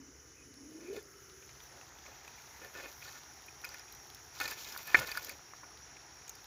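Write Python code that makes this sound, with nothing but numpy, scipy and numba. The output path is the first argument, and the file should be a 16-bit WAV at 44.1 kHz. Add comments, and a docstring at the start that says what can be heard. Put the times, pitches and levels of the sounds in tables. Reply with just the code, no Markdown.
"""Outdoors, close to a pot simmering on a wood fire. From the start flames rumble and embers crack; a far
chorus of insects drones, with a nearer buzz high above it. In the first second and a half the clay lid slides
off, shaking the air under it; then the open pot bubbles and spits, and one nearer singer swells. The lid is
dragged and knocked on gritty ground, which rings the clay, loudest just before 5 s. After two last light knocks
near 5.6 s, the end is left to the pot, the fire and the insects."""
import sys
import numpy as np
from scipy import signal
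from scipy.fft import rfft, irfft
from scipy.io import wavfile
from numba import njit

SR = 44100
rng = np.random.default_rng(int(sys.argv[2]) if len(sys.argv) > 2 else 0)


def wav_out(sig):
    """Save sig, one row per channel (or a flat mono array), as 16-bit PCM at SR to the path in sys.argv[1]."""
    wavfile.write(sys.argv[1], SR, np.round(np.clip(np.atleast_2d(sig).T, -1, 1) * 32767).astype(np.int16))


N = 284886
TIME = np.arange(N) / SR


def from_db(db):
    return 10 ** (np.asarray(db) / 20)


def rms_one(x):
    return x / np.sqrt(np.mean(x ** 2) + 1e-20)


def in_time(rows):
    """One curve per column, joining the rows (time, values...) by straight lines."""
    times, *columns = np.transpose(rows)
    return [np.interp(TIME, times, column) for column in columns]


def ramp(start_s, length_s):
    """Climbs from 0 to 1, then holds."""
    return np.clip((TIME - start_s) / length_s, 0, 1)


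def drift(rate):
    """Slow random wander of spread 1, about rate turns a second."""
    r = np.exp(-80 * np.pi * rate / SR)
    slow = signal.lfilter([1], [1, -2 * r, r * r], rng.standard_normal(N // 40 + 2002))[2000:]
    return np.interp(np.arange(N) / 40, np.arange(len(slow)), rms_one(slow))


def colour(x, spectrum):
    """Filter x by the curve (frequency [Hz], gain [dB]); rms 1."""
    hz, db = np.transpose(spectrum)
    log_hz = np.log(np.fft.rfftfreq(N, 1 / SR) + 1)
    gain = from_db(np.interp(log_hz, np.log(hz), db))
    return rms_one(irfft(rfft(x) * gain, N))


def band(x, low_hz, high_hz):
    sos = signal.butter(2, [low_hz, min(high_hz, .45 * SR)], "band", fs=SR, output="sos")
    return signal.sosfilt(sos, x)


def resonance(x, hz, width_hz):
    r = np.exp(-np.pi * width_hz / SR)
    poles = [1, -2 * r * np.cos(2 * np.pi * hz / SR), r * r]
    return signal.lfilter([(1 - r * r) / 2, 0, (r * r - 1) / 2], poles, x)


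@njit
def moving_resonance(x, hz, width_hz):
    r = np.exp(-np.pi * width_hz / SR)
    y = np.zeros(len(x))
    for i in range(2, len(x)):
        y[i] = x[i] - x[i - 2] + 2 * r * np.cos(2 * np.pi * hz[i] / SR) * y[i - 1] - r * r * y[i - 2]
    return y


def ring(x, hz, t60):
    """A unit click sets a sine of height 1 ringing."""
    r, w = from_db(-60 / (t60 * SR)), 2 * np.pi * hz / SR
    return signal.lfilter([0, np.sin(w)], [1, -2 * r * np.cos(w), r * r], x + 1e-18)


def grains(per_s, spread_db):
    """Random clicks, a few much bigger than the rest."""
    sizes = from_db(spread_db * np.minimum(rng.exponential(1, N), 5)) * rng.choice([-1, 1], N)
    return sizes * (rng.random(N) < per_s / SR)


def add(out, start_s, sound, peak_db):
    """Lay a short sound into out at its peak level."""
    i = round(start_s * SR)
    out[i:i + len(sound)] += (from_db(peak_db) * sound / np.abs(sound).max())[:N - i]


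# Spectrum of the open air: (frequency [Hz], gain [dB])
AIR_SPECTRUM = [(88, -60), (150, -8), (376, -1.5), (601, -7), (2100, -4.5), (3550, -28.5), (5790, -6),
                (6770, -7.5), (8070, -44), (10000, -10.5), (16000, -65)]
def open_air():
    """The steady noise of the place, behind everything else."""
    return from_db(-65) * colour(rng.standard_normal(N), AIR_SPECTRUM)


def faint_band():
    """Faint narrow noise near 3 kHz that fades as the pot comes open."""
    level_db = -79 - 58 * ramp(1.5, 1)
    narrow = resonance(resonance(rng.standard_normal(N), 2970, 55), 3000, 140)
    return from_db(level_db) * rms_one(narrow)


# Loudness of the distant insects: (time [s], level [dB])
CHORUS_LEVEL = [(0, -62), (1.5, -60.5), (3.3, -59.5), (6.46, -61)]
# Bands they sing in: (centre [Hz], width [Hz], relative level [dB])
INSECT_BANDS = [(5090, 300, -7), (5506, 230, 0), (5886, 37, 0.5), (6224, 520, 1), (6650, 17, -7),
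                (6785, 330, -2)]
def far_chorus():
    """Many far singers blur into noisy bands that throb faintly."""
    level_db, = in_time(CHORUS_LEVEL)
    throb_hz, out = 64, 0
    for hz, width_hz, db in INSECT_BANDS:
        throb = 1 + 0.2 * np.sin(2 * np.pi * throb_hz * TIME + 2.7 * drift(1.1))
        noise = resonance(resonance(rng.standard_normal(N), hz, width_hz), hz, 1.84 * width_hz)
        out += from_db(db + 0.79 * drift(6.2)) * throb * noise / np.sqrt(width_hz)
    return from_db(level_db) * rms_one(out)


def near_singer():
    """A nearer insect swells, then holds: even pulses into one resonance give a comb of close lines."""
    hz, width_hz, pulses_per_s = 5654, 140, 64.5
    full_db, full_s, swell_db_per_s = -62, 3.6, 5
    cycles = np.cumsum(pulses_per_s * (1 + 0.0041 * drift(1.0))) / SR
    pulses = np.diff(np.floor(cycles), prepend=0) + 0.0026 * rng.standard_normal(N)
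    song = resonance(resonance(pulses, hz, width_hz), hz, width_hz)
    # Scattering on the way to the microphone fills the gaps between pulses.
    echoes = sum(np.roll(song, round(delay_s * SR)) for delay_s in rng.uniform(0, .03, 9))
    level_db = full_db - swell_db_per_s * np.maximum(full_s - TIME, 0)
    return from_db(level_db) * rms_one(echoes)


# The two phrases of the high buzz: (start [s], end [s], swell [s])
PHRASES = [(.05, 1.86, 0.5), (2.12, 6.6, 0.3)]
def high_buzz():
    """An insect nearer than the chorus: even puffs of noise through one high resonance."""
    hz, puffs_per_s, tiring_db_per_s = 10210, 110, 1.0
    level = 0
    for start, end, swell in PHRASES:
        singing = ramp(start, swell) * (1 - ramp(end, .03))
        level += singing * from_db(-72 - tiring_db_per_s * (TIME - start))
    puffs = (.5 + .5 * np.cos(2 * np.pi * puffs_per_s * TIME)) ** 0.36
    song = resonance(rng.standard_normal(N), hz, width_hz=230) * puffs
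    return level * rms_one(resonance(song, hz, width_hz=900))


# Spectrum of the flames: (frequency [Hz], gain [dB])
FLAME_SPECTRUM = [(15, -27), (25, -51), (53, 5), (75, -1), (134, 1), (195, -10.5), (352, -5), (420, -4),
                  (550, -16.5), (920, -120)]
# Hollow between the hearth stones: (resonance [Hz], width [Hz], gain over the rumble [dB])
HEARTH_MODES = [(72.4, 4.8, 7.5), (126, 8.4, -7)]
# Low thuds as the lid is knocked on the ground: (time [s], level [dB])
GROUND_THUDS = [(4.44, -63), (4.97, -46)]
def flames():
    """The fire under the pot: low lumpy noise, swelling at the hollow's resonances; the same low noise swells
    briefly in thuds as the lid is knocked on the ground."""
    steady_db, rise_s, fall_s = -65.5, 0.013, 0.044
    rumble = colour(rng.standard_normal(N), FLAME_SPECTRUM)
    hollow = sum(from_db(db) * resonance(rumble, hz, width) for hz, width, db in HEARTH_MODES)
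    level = from_db(steady_db)
    for start, db in GROUND_THUDS:
        decay = np.exp(-np.maximum(TIME - start - rise_s, 0) / fall_s)
        level += from_db(db) * ramp(start, rise_s) * decay
    return level * from_db(1.5 * drift(27)) * rms_one(rumble + hollow)


# Cracks of embers and grit: (time [s], bright peak [dB], middle peak [dB], middle centre [Hz])
EMBER_AND_GRIT_CRACKS = [(0.5397, -52, -50, 4370), (0.937, -55, -50, 2930), (0.9642, -44, -44, 3860),
                         (1.0276, -49, -56, 4500), (1.6367, -49, -68, 5130), (3.464, -45, -62, 4700),
                         (3.645, -37, -38.5, 5100), (3.65, -36.5, -35.5, 5100), (3.6903, -44, -39, 4980),
                         (3.7424, -44, -43, 5040), (3.7947, -45, -40, 5130), (3.9238, -40, -49, 4060),
                         (3.9494, -43, -53, 4000), (4.147, -42.5, -43, 5300), (4.4016, -34, -31.5, 4400),
                         (4.413, -35, -48, 4460), (4.4323, -35, -43, 4440), (4.456, -51, -30, 3900),
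                         (4.4783, -33, -35, 4480), (4.511, -32, -35, 4840), (4.645, -45, -39, 3850),
                         (4.724, -39, -40, 5130), (4.7755, -34.5, -34.5, 4630), (4.8728, -35, -56, 4560),
                         (4.9446, -43, -29, 4150), (4.974, -35, -45, 4980), (4.9974, -28, -33, 5070),
                         (5.0725, -33, -36, 4450), (5.1161, -33, -30, 4630), (5.1728, -29, -31, 4650),
                         (5.2275, -38, -44, 4620), (5.247, -33, -37, 4660), (5.2938, -30.5, -38, 4600),
                         (6.279, -48, -42, 6700), (6.294, -35, -34, 6650), (6.353, -46, -46.5, 4700)]
def cracks():
    """Each crack is a dying burst of noise in a bright and a middle part, with a dip between."""
    out, t = np.zeros(N), np.arange(SR // 25) / SR
    for start, bright_db, middle_db, hz in EMBER_AND_GRIT_CRACKS:
        burst = rng.standard_normal(len(t)) * np.exp(-t / .003)
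        bright = band(band(burst, 10000, 17000), 9500, 19000)
        middle = band(burst, 3250, 5950) + 12 * resonance(burst, hz, 240)
        add(out, start, bright, bright_db)
        add(out, start, middle, middle_db)
    return out


# Gurgle, bubbles, seething and fizz, a row each: (level lid on [dB], level lid off [dB])
SIMMER_LEVELS = [(-68.5, -75.5), (-108, -65), (-69, -62.5), (-72.5, -65.5)]
# Vigour of the boil, added to those levels: (time [s], gain [dB])
BOIL_VIGOUR = [(0, -2.5), (1.8, -1), (2.3, 1), (4.3, -0.5), (6.46, -0.5)]
# Thin treble hiss: (time [s], level [dB])
HISS_LEVEL = [(0, -77), (.4, -77), (1.35, -69), (1.87, -70.5), (3.0, -63), (3.27, -70), (4.37, -68.5),
              (4.55, -59.5), (5.2, -57), (5.4, -72), (6.08, -76), (6.46, -69)]
def simmer():
    """In the pot, bubbles of three sizes ring some cycles; fizz and a thin treble hiss lie above."""
    hiss_db, = in_time(HISS_LEVEL)
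    vigour_db, = in_time(BOIL_VIGOUR)
    opened = ramp(start_s=1, length_s=0.63)
    *bubbles_db, fizz_db = [on + (off - on) * opened + vigour_db for on, off in SIMMER_LEVELS]
    pitch_slot, out = rng.integers(0, 32, N), 0
    for level_db, (low_hz, high_hz) in zip(bubbles_db, [(300, 520), (720, 1050), (1250, 2750)]):
        births = grains(2500, spread_db=1.5)
        pitches = np.geomspace(low_hz, high_hz, 14)
        bubbles = sum(ring(births * (pitch_slot == k), hz, 20 / hz) for k, hz in enumerate(pitches))
        out += from_db(level_db) * rms_one(band(bubbles, .6 * low_hz, 1.22 * high_hz))
    spray = rng.standard_normal(N) + 1.07 * grains(290, spread_db=6.5)
    fizz = band(band(spray, 2800, 5500), 2500, 6100) * from_db(1.5 * drift(20))
    hiss = band(spray, 11950, 16200) * from_db(1.5 * drift(12))
    return out + from_db(fizz_db) * rms_one(fizz) + from_db(hiss_db) * rms_one(hiss)


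# Spits from the pot: (time [s], peak [dB], pitch [Hz])
POT_SPITS = [(1.2974, -49.5, 3970), (1.4242, -49, 2490), (1.492, -45, 2460), (1.603, -43, 3500),
             (1.7598, -54, 2110), (1.8126, -41, 2670), (1.986, -47, 3400), (2.0623, -42.5, 2400),
             (2.248, -42.5, 2570), (2.2776, -39, 2540), (2.3822, -46.5, 2360), (2.5623, -43, 2160),
             (3.0644, -44, 4500), (3.0805, -43, 4310), (5.9674, -46, 2490), (6.2822, -47, 2450),
             (6.3934, -52, 2470)]
def spits():
    """A bursting bubble makes a broad tick that rings a few cycles."""
    out, t = np.zeros(N), np.arange(SR // 30) / SR
    for start, peak_db, hz in POT_SPITS:
        tick = rng.standard_normal(len(t)) * np.exp(-t / 0.0033)
        add(out, start, 0.17 * ring(tick, hz, t60=25 / hz) + 1.1 * band(tick, 250, 4600), peak_db)
    return out


# The lid chafes the rim: (start [s], length [s], pitch [Hz], level [dB])
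RIM_CHAFES = [(0.335, 0.12, 2490, -66.5), (0.808, 0.14, 2410, -63), (0.983, 0.42, 1340, -68.5)]
def rim_chafes():
    """Brief rubbing on the rim: narrow noise that swells and dies."""
    noise, out = rng.standard_normal(N), 0
    for start, length, hz, db in RIM_CHAFES:
        swell = np.sin(np.pi * ramp(start, length))
        out += from_db(db) * swell * rms_one(resonance(resonance(noise, hz, 150), hz, 330))
    return out


# The lid slides off the pot: (time [s], level [dB], resonance of the air under it [Hz])
LID_SLIDE = [(0, -61, 278), (.1, -62.5, 288), (.16, -91, 292), (.42, -67.5, 270), (.7, -55, 289),
             (.876, -47.5, 358), (.972, -40.5, 428), (1.004, -60.5, 412), (1.24, -66.5, 385),
             (1.5, -70, 376)]
def lid_slide():
    """Rough clay on clay shakes the trapped air, whose pitch climbs as the gap opens."""
    level_db, hz = in_time(LID_SLIDE)
    trapped_air = moving_resonance(grains(900, spread_db=2.5), hz, width_hz=28.0)
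    sliding = TIME < LID_SLIDE[-1][0]
    return from_db(level_db) * sliding * rms_one(band(trapped_air, 133, 620))


# Modes of the clay lid, dragged or knocked: (frequency [Hz], gain [dB], time to fall 60 dB [s])
LID_MODES = [(550, -19, 0.023), (897, -5, 0.06), (1110, 8.5, 0.0071), (1460, 3, 0.08), (1774, 3.5, 0.06),
             (2160, 0.5, 0.058), (2300, 0, 0.039), (2490, 6, 0.039), (2860, -19, 0.017), (3060, -7, 0.044),
             (3470, 1, 0.023), (4340, 6, 0.014), (5090, -10, 0.046)]
# Spectrum of the middle grit hiss: (frequency [Hz], gain [dB])
GRIT_SPECTRUM = [(250, -21), (400, -12), (1200, -16), (3000, -2), (4000, 2), (7000, 3.5), (8600, -21),
                 (10000, -14.5)]
# Strokes over grit: (start [s], rise [s], length [s], pitch driven hardest [Hz],
# clay gain [dB], hollow body gain [dB], grit hiss gain [dB])
DRAG_STROKES = [(0.696, 0.14, 0.23, 2200, -64.5, -80, -67), (1.688, 0.035, 0.096, 1000, -67, -63.5, -78),
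                (2.046, .02, 0.056, 1500, -60.5, -62.5, -83), (0.926, .035, 0.063, 2220, -55, -74, -61),
                (2.607, .01, 0.057, 1760, -55.5, -58, -76), (2.732, 0.042, 0.15, 1850, -51, -56, -58),
                (3.013, .005, 0.16, 1940, -58.5, -93, -57.5), (3.643, 0.013, .14, 1900, -57, -75, -63),
                (4.324, 0.05, 0.091, 2040, -55, -80, -55.5), (4.4, 0.002, 0.11, 1850, -43.5, -60, -46.5),
                (4.51, 0.09, 0.3, 2000, -50.5, -73, -54), (4.842, 0.029, 0.12, 1730, -49, -75, -52.5),
                (4.951, 0.0044, 0.08, 1760, -38.5, -49.5, -47), (5.057, 0.019, 0.14, 1700, -47, -69, -51.5),
                (5.21, 0.026, 0.11, 1940, -53, -60.5, -54)]
def lid_drags():
    """In each stroke dense grit clicks ring the clay and hiss by themselves."""
    release_s, fade_db, focus_db_per_octave = 0.043, 3, 7
    starts, rises, lengths, centre_hz, clay_db, body_db, hiss_db = np.transpose(DRAG_STROKES)
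    pressure = []
    for start, rise, length in zip(starts, rises, lengths):
        touching = ramp(start, rise) * (1 - ramp(start + length, release_s))
        pressure.append(touching * from_db(fade_db * (.5 - ramp(start + rise, length))))
    grit = grains(3000 * from_db(4 * drift(25)), spread_db=3.5)
    body = rms_one(band(grit, 270, 650) + 1.3 * resonance(grit, 545, 94))
    rasp = 0.34 * rms_one(band(grit, 540, 2400))
    rings = [from_db(db + 3.4 * drift(16)) * ring(grit, hz, t60) for hz, db, t60 in LID_MODES]
    clay = 0
    for (hz, _, _), ringing in zip(LID_MODES, rings):
        # Modes away from the rubbed spot's pitch are driven less.
        drive_db = clay_db - focus_db_per_octave * abs(np.log2(hz / centre_hz))
        clay += from_db(drive_db) @ pressure * ringing
    sand = grains(4000 * from_db(5.5 * drift(45)), spread_db=2)
    bright_hiss = rms_one(band(band(sand, 8100, 23000), 7300, 27400))
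    hiss = colour(sand, GRIT_SPECTRUM) + from_db(-8) * bright_hiss
    return (0.9 * clay / np.std(sum(rings))
            + from_db(body_db) @ pressure * body
            + from_db(clay_db) @ pressure * rasp
            + from_db(hiss_db) @ pressure * hiss)


# Knocks on the lid: (time [s], peak [dB], pitch driven hardest [Hz], grinding length [ms])
LID_KNOCKS = [(0.9688, -46.5, 2230, 6.5), (2.616, -48, 1760, 35), (2.6429, -43.5, 1750, 9.9),
              (2.751, -46, 1470, 8.7), (2.77, -44, 1800, 52), (2.798, -38, 1800, 9.9), (2.859, -52, 560, 8),
              (3.023, -41, 2520, 6.6), (3.056, -48, 1470, 6.6), (3.483, -43.5, 2500, 5.8),
              (3.638, -38.5, 1490, 18), (3.6433, -37, 2430, 12), (3.6908, -49, 1430, 10),
              (3.7429, -39.5, 1820, 3.9), (3.795, -49, 1470, 8), (3.882, -50, 2480, 6.5),
              (4.4004, -31.5, 1420, 4.6), (4.4573, -39, 2530, 4.5), (4.4764, -36, 2300, 4.8),
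              (4.762, -32, 1330, 2.2), (4.8785, -49, 1460, 14), (4.9449, -7, 1800, 7.7),
              (5.0152, -37, 1440, 17), (5.082, -38.5, 1260, 5.3), (5.12, -33, 2500, 3),
              (5.152, -33, 1460, 4), (5.1727, -25.5, 1620, 5.3), (5.2945, -36, 2060, 9.4),
              (5.5353, -38.5, 1080, 2.5), (5.632, -43.5, 1020, 12)]
def lid_knocks():
    """A soft blow and some grinding drive the modes; where it lands decides which ring loudest."""
    grind_gain, focus_db_per_octave = 0.06, 21
    out, t = np.zeros(N), np.arange(SR // 5) / SR
    for start, peak_db, centre_hz, grind_ms in LID_KNOCKS:
        blow = t == 0
        grinding = grind_gain * rng.standard_normal(len(t)) * (t < grind_ms / 1000)
        contact = signal.lfilter([1], [1, -.6], blow + grinding)   # low-pass softens the blow
        clay = 0
        for k, (hz, db, t60) in enumerate(LID_MODES):
            drive_db = db - focus_db_per_octave * abs(np.log2(hz / centre_hz))
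            clay += (-1) ** k * from_db(drive_db) * ring(contact, hz, t60)
        # The lid settles in the sand, which damps the ring.
        damping = from_db(-11 * np.clip((t * 1000 - grind_ms) / 7.5, 0, 1))
        thud = 5.8 * band(contact, 275, 1500) + band(contact, 3300, 5500)
        add(out, start, damping * clay + thud, peak_db)
    return out


def scene():
    """One microphone by the fire: air and insects behind, the pot and its lid in front."""
    background = open_air() + faint_band() + far_chorus() + near_singer() + high_buzz()
    fireside = flames() + cracks() + simmer() + spits()
    lid = rim_chafes() + lid_slide() + lid_drags() + lid_knocks()
    return (background + fireside + lid)[None]


def record(dry):
    """The microphone drops the deepest bass; the top is cut."""
    bass_cut = signal.butter(3, 32, "high", fs=SR, output="sos")
    top_cut = signal.cheby2(14, 60, 16100, fs=SR, output="sos")
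    return signal.sosfilt(top_cut, signal.sosfilt(bass_cut, dry))


dry = scene()
out = record(dry)
wav_out(out)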